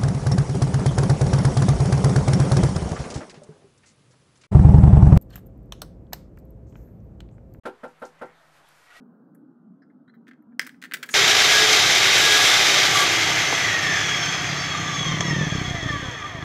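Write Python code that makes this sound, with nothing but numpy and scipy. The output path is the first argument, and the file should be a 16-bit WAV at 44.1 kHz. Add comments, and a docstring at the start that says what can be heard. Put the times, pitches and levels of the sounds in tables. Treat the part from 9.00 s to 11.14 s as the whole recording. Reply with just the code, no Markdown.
"""A low ventilation hum and a soft rub of hands, then faint knocks with thin pings as jaws find a wire.
Wire cutters tick, snip once through thin craft wire, close above a table in a quiet room; an echo
returns, cutters and loose wire clatter and the wire scrapes along the steel to the end. Hum: filtered
noise. Rub and scrape: dense random slips through filters. Knocks, ticks and that echo: filtered impulse
plus chatter. Pings and jaw ring: decaying sines. Room: near echoes and a decaying noise tail."""
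import sys
import numpy as np
from scipy import signal
from scipy.fft import rfft, irfft
from scipy.io import wavfile
from scipy.ndimage import uniform_filter1d

SR = 44100
rng = np.random.default_rng(int(sys.argv[2]) if len(sys.argv) > 2 else 0)


def bounce(signal):
    """Save signal as a 16-bit WAV file at the path given by the first command-line argument."""
    frames = np.transpose(np.atleast_2d(signal))
    limited = np.clip(frames, -1, 1)
    pcm = np.round(limited * 32767).astype(np.int16)
    wavfile.write(sys.argv[1], SR, pcm)


N = 94374

# ventilation hum spectrum: f/Hz, relative density/dB
HUM_SPECTRUM = [(20, -18.5), (50, -34.5), (100, -28.5), (125, -16.5), (155, -2.5), (200, -4.5), (250, 5),
                (300, -4.5), (370, -12), (480, -22.5), (800, -25.5), (1100, -30.5), (1450, -25),
                (1800, -49), (2400, -57), (4000, -61), (16000, -69)]
HUM_RMS_DB, HUM_DRIFT_STD_DB = -52, 3.5

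# hands rubbing on tool and wire: t/s, level/dB
RUB_LEVEL = [(0, -62), (.15, -61.5), (0.398, -67.5), (.7, -79), (1.3, -72.5), (1.42, -75.5), (1.548, -72.5),
             (1.798, -81.5), (1.919, -62), (2.0, -58), (2.14, -59.5)]
# colour of the rub: f/Hz, relative level/dB
RUB_SPECTRUM = [(60, -28), (250, 4.5), (420, 13), (700, 1.5), (1200, -2), (1600, -6), (2200, -40),
                (4000, -63), (16000, -32)]

# jaws touch the taut wire, ping pitch set by where it is touched:
# t/s, knock level/dB, knock length/s, ping f/Hz, ping level/dB, ping t60/s
WIRE_TOUCHES = [(0.348, -40, 0.0055, 11700, -40.5, 0.00071), (0.82, -34, 0.013, 5110, -47.5, 0.0057),
                (0.9, -41, 0.012, 1820, -56, .01), (1.078, -32.5, 0.007, 3890, -46, 0.011),
                (1.094, -34, 0.006, 4110, -43.5, 0.028), (1.138, -32.5, 0.014, 3970, -48.5, 0.016),
                (1.143, -72, 0.011, 15100, -53, 0.0019), (1.423, -49, .003, 13400, -52.5, 0.0027),
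                (1.521, -51, .008, 1650, -42, 0.014)]
# colour of the knock: f/Hz, relative level/dB
KNOCK_SPECTRUM = [(100, -37.5), (900, -13), (1600, 13), (2100, 1.5), (2700, -38), (3300, -19), (3700, -24),
                  (5200, -36), (8000, -33), (15500, -48)]
# close modes of the wire: frequency/ping pitch, relative level/dB
WIRE_MODES = [(0.99, 4.5), (0.82, -6), (1.3, -19)]
PING_RISE_S = 0.0013  # time constant

# steel clicks as the jaws seat; the snip's echo off a wall or ceiling (1.6142), and clatter after the cut:
# t/s, level/dB, treble shelf/dB, chatter length/s
STEEL_TICKS = [(1.2693, -30.5, -11, 0.006), (1.28, -25.5, -1.5, 0.0088), (1.311, -23.5, -19, 0.005),
               (1.334, -36.5, -14, 0.0038), (1.6142, -13, -4, 0.0012), (1.6177, -14.5, 13.5, 0.0047),
               (1.629, -20.5, 3, 0.0019), (1.6474, -27.5, 12, 0.0051), (1.665, -18, -28, 0.0017),
               (1.667, -16.5, 31, 0.0061), (1.674, -17.5, -16, 0.001), (1.693, -19.5, 7, 0.0015),
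               (1.745, -33, -22, 0.0015), (1.8171, -25, 10, 0.0038), (1.825, -15.5, 10, .003),
               (1.8389, -13.5, 1, .0007), (1.845, -14.5, 5, 0.01), (1.8544, -21, -15, 0.00065),
               (1.9129, -14, -3.5, 0.0018), (1.9212, -10, -10, 0.0012), (1.937, 0.5, 15, 0.0066),
               (1.944, -4, 0, 0.00037), (1.946, -6.5, 0, 0.0049), (1.956, -19.5, 24, .004),
               (1.969, -20.5, 11, 0.0027), (2.0288, -5.5, 10, 0.0068), (2.037, -15, 12, 0.0018),
               (2.042, -16.5, -32, 0.0065), (2.06, -24.5, 32, 0.0097), (2.090, -9.5, 10, 0.0066),
               (2.093, -19.5, 13, 0.0062), (2.1375, -14, -2, 0.0022)]
# colour of a steel contact: f/Hz, relative level/dB
CONTACT_SPECTRUM = [(100, -29.5), (350, -21.5), (900, -16), (1300, -3.5), (1650, 5.5), (2050, 4),
                    (2600, -6.5), (4200, -10), (5200, -16), (8500, -20), (11000, -26.5), (14000, -25),
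                    (15500, -25)]
TREBLE_SHELF_HZ = 4600
CHATTER_DB = 3  # against the first impulse, for a 1 ms chatter length
GRAIN_STD_DB, GRAINS_PER_S = 0.5, 3000

# jaw modes: f/Hz, relative level/dB, t60/s
JAW_MODES = [(417, -20.5, 0.0072), (1250, -21, 0.028), (1613, -8.5, 0.013), (2062, 2.5, .008),
             (3210, -21, 0.023), (3540, -20, 0.0097), (5060, -4, 0.0063), (6180, -10, 0.0046),
             (8470, -25, 0.021)]
FRACTURE_T_S, CRACK_DB, CRACK_LENGTH_S, CRACK_TREBLE_DB = 1.5948, -5, 0.0014, 19
SLAM_DELAY_S, SLAM_DB, SLAM_RISE_S = 0.00031, 5, 0.00039  # delay after the fracture

# steel and table ringing on after ticks and snip: f/Hz, relative level/dB, t60/s
RING_MODES = [(1188, -8, .09), (1333, -8, .09), (1465, -9, .13), (1605, -2, .13), (1805, -2, .09),
              (1998, -5, .07), (2092, -6, .12), (2573, -6, .1), (2924, -1, .09), (3374, 0, .08),
              (3660, 1, .07), (4542, 2, .07), (5520, -1, .06), (6480, 0, .04), (8480, 4, .04)]
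RING_DB = -23.5

# wire sliding on steel: t/s, level/dB
SCRAPE_LEVEL = [(2.085, -57), (2.096, -51.5), (2.104, -45), (2.113, -39.5), (2.123, -42.5), (2.13, -40),
                (2.14, -36.5)]
# resonances of the scraped wire: f/Hz, width/Hz, relative level/dB
SCRAPE_RESONANCES = [(6600, 150, -2), (6820, 170, 7), (7460, 89, -16), (8660, 310, -8), (9780, 150, -8),
                     (10800, 330, -16)]
# broad hiss under those resonances: f/Hz, relative level/dB
SCRAPE_HISS_SPECTRUM = [(500, -29), (2000, -3), (3800, -17), (6000, -7), (9000, -6), (12000, -17),
                        (15500, -27)]

# reflections from nearby surfaces: delay/s, level/dB
NEAR_ECHOES = [(.0039, -17.5), (.0052, -17.5), (.0083, -17.5)]
# room tail decay: f/Hz, t60/s
ROOM_T60 = [(300, 0.98), (1700, 0.27), (5000, 0.29), (10000, 0.28), (16000, 0.25)]
ROOM_TAIL_DB = -14.5

LOW_CUT_HZ, BAND_EDGE_HZ = 89, 15780


def amp(db):
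    """Decibels to amplitude gain."""
    return 10 ** (np.asarray(db) / 20)


def unit(x):
    """Scales to energy 1."""
    return x / np.sqrt(np.sum(x ** 2) + 1e-20)


def unit_rms(x):
    """Scales an N-sample signal to RMS 1."""
    return np.sqrt(N) * unit(x)


def read_spectrum(points, hz):
    """Interpolates a table on a log-frequency axis."""
    f, value = np.transpose(points)
    return np.interp(np.log(hz + 1), np.log(f + 1), value)


def add(mix, t_s, sound):
    """Mixes a sound in at t_s, cut off at the end of the mix."""
    part = mix[round(t_s * SR):][:len(sound)]
    part += sound[:len(part)]


def minimum_phase(db, size=2048):
    """Impulse response with these levels and its energy as early as possible."""
    mirrored_log_gain = np.r_[db, db[-2:0:-1]] * np.log(10) / 20
    phase = -signal.hilbert(mirrored_log_gain).imag[:len(db)]
    return irfft(amp(db) * np.exp(1j * phase))[:size]


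def modes(table, size=8192):
    """Struck body: a sum of exponentially decaying sines."""
    t = np.arange(size) / SR
    out = np.zeros(size)
    for hz, db, t60 in table:
        decay = np.exp(-np.log(1000) * t / t60)
        out += amp(db) * decay * np.sin(2 * np.pi * hz * t)
    return out


def grains(count):
    """Tiny slips: impulses of random sign and uneven size at random moments."""
    sign = rng.choice([-1., 1.], count)
    size = amp(GRAIN_STD_DB * rng.standard_normal(count))
    present = rng.random(count) < GRAINS_PER_S / SR
    return sign * size * present


def chatter(length_s, size):
    """Slips shrinking under a half-Gaussian of sigma length_s."""
    t = np.arange(size) / SR
    return grains(size) * np.exp(-(t / length_s) ** 2 / 2)


def hum():
    """Steady low air noise whose level drifts in time-frequency patches."""
    hz, _, z = signal.stft(rng.standard_normal(N), SR, nperseg=4096, noverlap=3072)
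    drift = uniform_filter1d(rng.standard_normal(z.shape), size=6, axis=0)
    drift = uniform_filter1d(drift, size=5, axis=1)
    level_db = read_spectrum(HUM_SPECTRUM, hz)[:, None] + HUM_DRIFT_STD_DB * drift / drift.std()
    noise = signal.istft(z * amp(level_db), nperseg=4096, noverlap=3072)[1][:N]
    return amp(HUM_RMS_DB) * unit_rms(noise)


def rub():
    """Skin slides softly on the handles: dense, dull slips."""
    level = amp(np.interp(np.arange(N) / SR, *np.transpose(RUB_LEVEL)))
    colour = amp(read_spectrum(RUB_SPECTRUM, np.fft.rfftfreq(N, 1 / SR)))
    return level * unit_rms(irfft(rfft(grains(N)) * colour, N))


def wire_ping(ping_hz, t60_s, size):
    """Close wire modes around one pitch, decaying together after a soft onset."""
    t = np.arange(size) / SR
    table = [(ping_hz * share, db, t60_s) for share, db in WIRE_MODES]
    return modes(table, size=size) * (1 - np.exp(-t / PING_RISE_S))


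def touches():
    """Jaws on wire: one push drives both a soft dull knock and a thin ping."""
    out, size = np.zeros(N), 4096
    knock = minimum_phase(read_spectrum(KNOCK_SPECTRUM, np.fft.rfftfreq(size, 1 / SR)))
    for t_s, knock_db, length_s, ping_hz, ping_db, ping_t60_s in WIRE_TOUCHES:
        push = chatter(length_s, size)
        push[0] += 1
        ping = wire_ping(ping_hz, ping_t60_s, size)
        add(out, t_s, amp(knock_db) * unit(signal.fftconvolve(push, knock)))
        add(out, t_s, amp(ping_db) * unit(signal.fftconvolve(push, ping)))
    return out


def contact(treble_db, length_s, size=4096):
    """Steel contact: a sharp touch and its dying chatter, coloured by the tool."""
    hz = np.fft.rfftfreq(size, 1 / SR)
    push = amp(CHATTER_DB) * np.sqrt(length_s * 1000) * unit(chatter(length_s, size))
    push[0] += 1
    shelf_db = treble_db * hz ** 2 / (hz ** 2 + TREBLE_SHELF_HZ ** 2)
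    colour_db = read_spectrum(CONTACT_SPECTRUM, hz) + shelf_db
    return unit(signal.fftconvolve(push, minimum_phase(colour_db)))


def ticks():
    """Light steel ticks before the cut; the snip's echo, made like a contact, and clatter after it."""
    out = np.zeros(N)
    for t_s, db, treble_db, length_s in STEEL_TICKS:
        add(out, t_s, amp(db) * contact(treble_db, length_s))
    return out


def jaw_ring(size=8192):
    """Neighbouring modes of the jaws swing in opposite directions."""
    return modes(JAW_MODES[::2], size=size) - modes(JAW_MODES[1::2], size=size)


def snip():
    """The wire fractures with a crack, then the jaws slam together and ring."""
    out, ring = np.zeros(N), jaw_ring()
    rise = np.minimum(np.arange(len(ring)) / SR / SLAM_RISE_S, 1)
    add(out, FRACTURE_T_S, amp(CRACK_DB) * contact(CRACK_TREBLE_DB, CRACK_LENGTH_S))
    add(out, FRACTURE_T_S + SLAM_DELAY_S, amp(SLAM_DB) * unit(ring * rise))
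    return out


def ring_on(hits):
    """Steel and table modes excited by the hits."""
    return amp(RING_DB) * signal.fftconvolve(hits, unit(modes(RING_MODES)))[:N]


def scrape():
    """Dense slips excite high resonances as the wire slides."""
    hz, t = np.fft.rfftfreq(N, 1 / SR), np.arange(N) / SR
    body = amp(read_spectrum(SCRAPE_HISS_SPECTRUM, hz)).astype(complex)
    for f, width_hz, db in SCRAPE_RESONANCES:
        body += amp(db) / (1 + 2j * (hz - f) / width_hz)
    sliding = t > SCRAPE_LEVEL[0][0]
    level = amp(np.interp(t, *np.transpose(SCRAPE_LEVEL))) * sliding
    return level * unit_rms(irfft(rfft(grains(N)) * body, N))


def room(x):
    """Near reflections and a half-second noise tail whose bass dies last."""
    hz, t, z = signal.stft(rng.standard_normal(SR // 2), SR, nperseg=256)
    decay = np.exp(-np.log(1000) * t / read_spectrum(ROOM_T60, hz)[:, None])
    tail = signal.istft(z * decay, nperseg=256)[1]
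    response = np.zeros(SR)
    response[0] = 1  # direct sound
    add(response, NEAR_ECHOES[0][0], amp(ROOM_TAIL_DB) * unit(tail))
    for delay_s, db in NEAR_ECHOES:
        add(response, delay_s, amp([db]))
    return signal.fftconvolve(x, response)[:N]


def scene():
    """Touches, ticks, snip and scrape in the room; rub and hum added without it."""
    hits = ticks() + snip()
    in_room = touches() + hits + ring_on(hits) + scrape()
    return (hum() + rub() + room(in_room))[None]


def record(dry):
    """The recorder's bass cut and band limit."""
    low_cut = signal.butter(2, LOW_CUT_HZ, "high", fs=SR, output="sos")
    band_limit = signal.firwin(511, BAND_EDGE_HZ, window=("kaiser", 9), fs=SR)
    return signal.oaconvolve(signal.sosfilt(low_cut, dry), band_limit[None], "same")


dry = scene()
out = record(dry)
bounce(out)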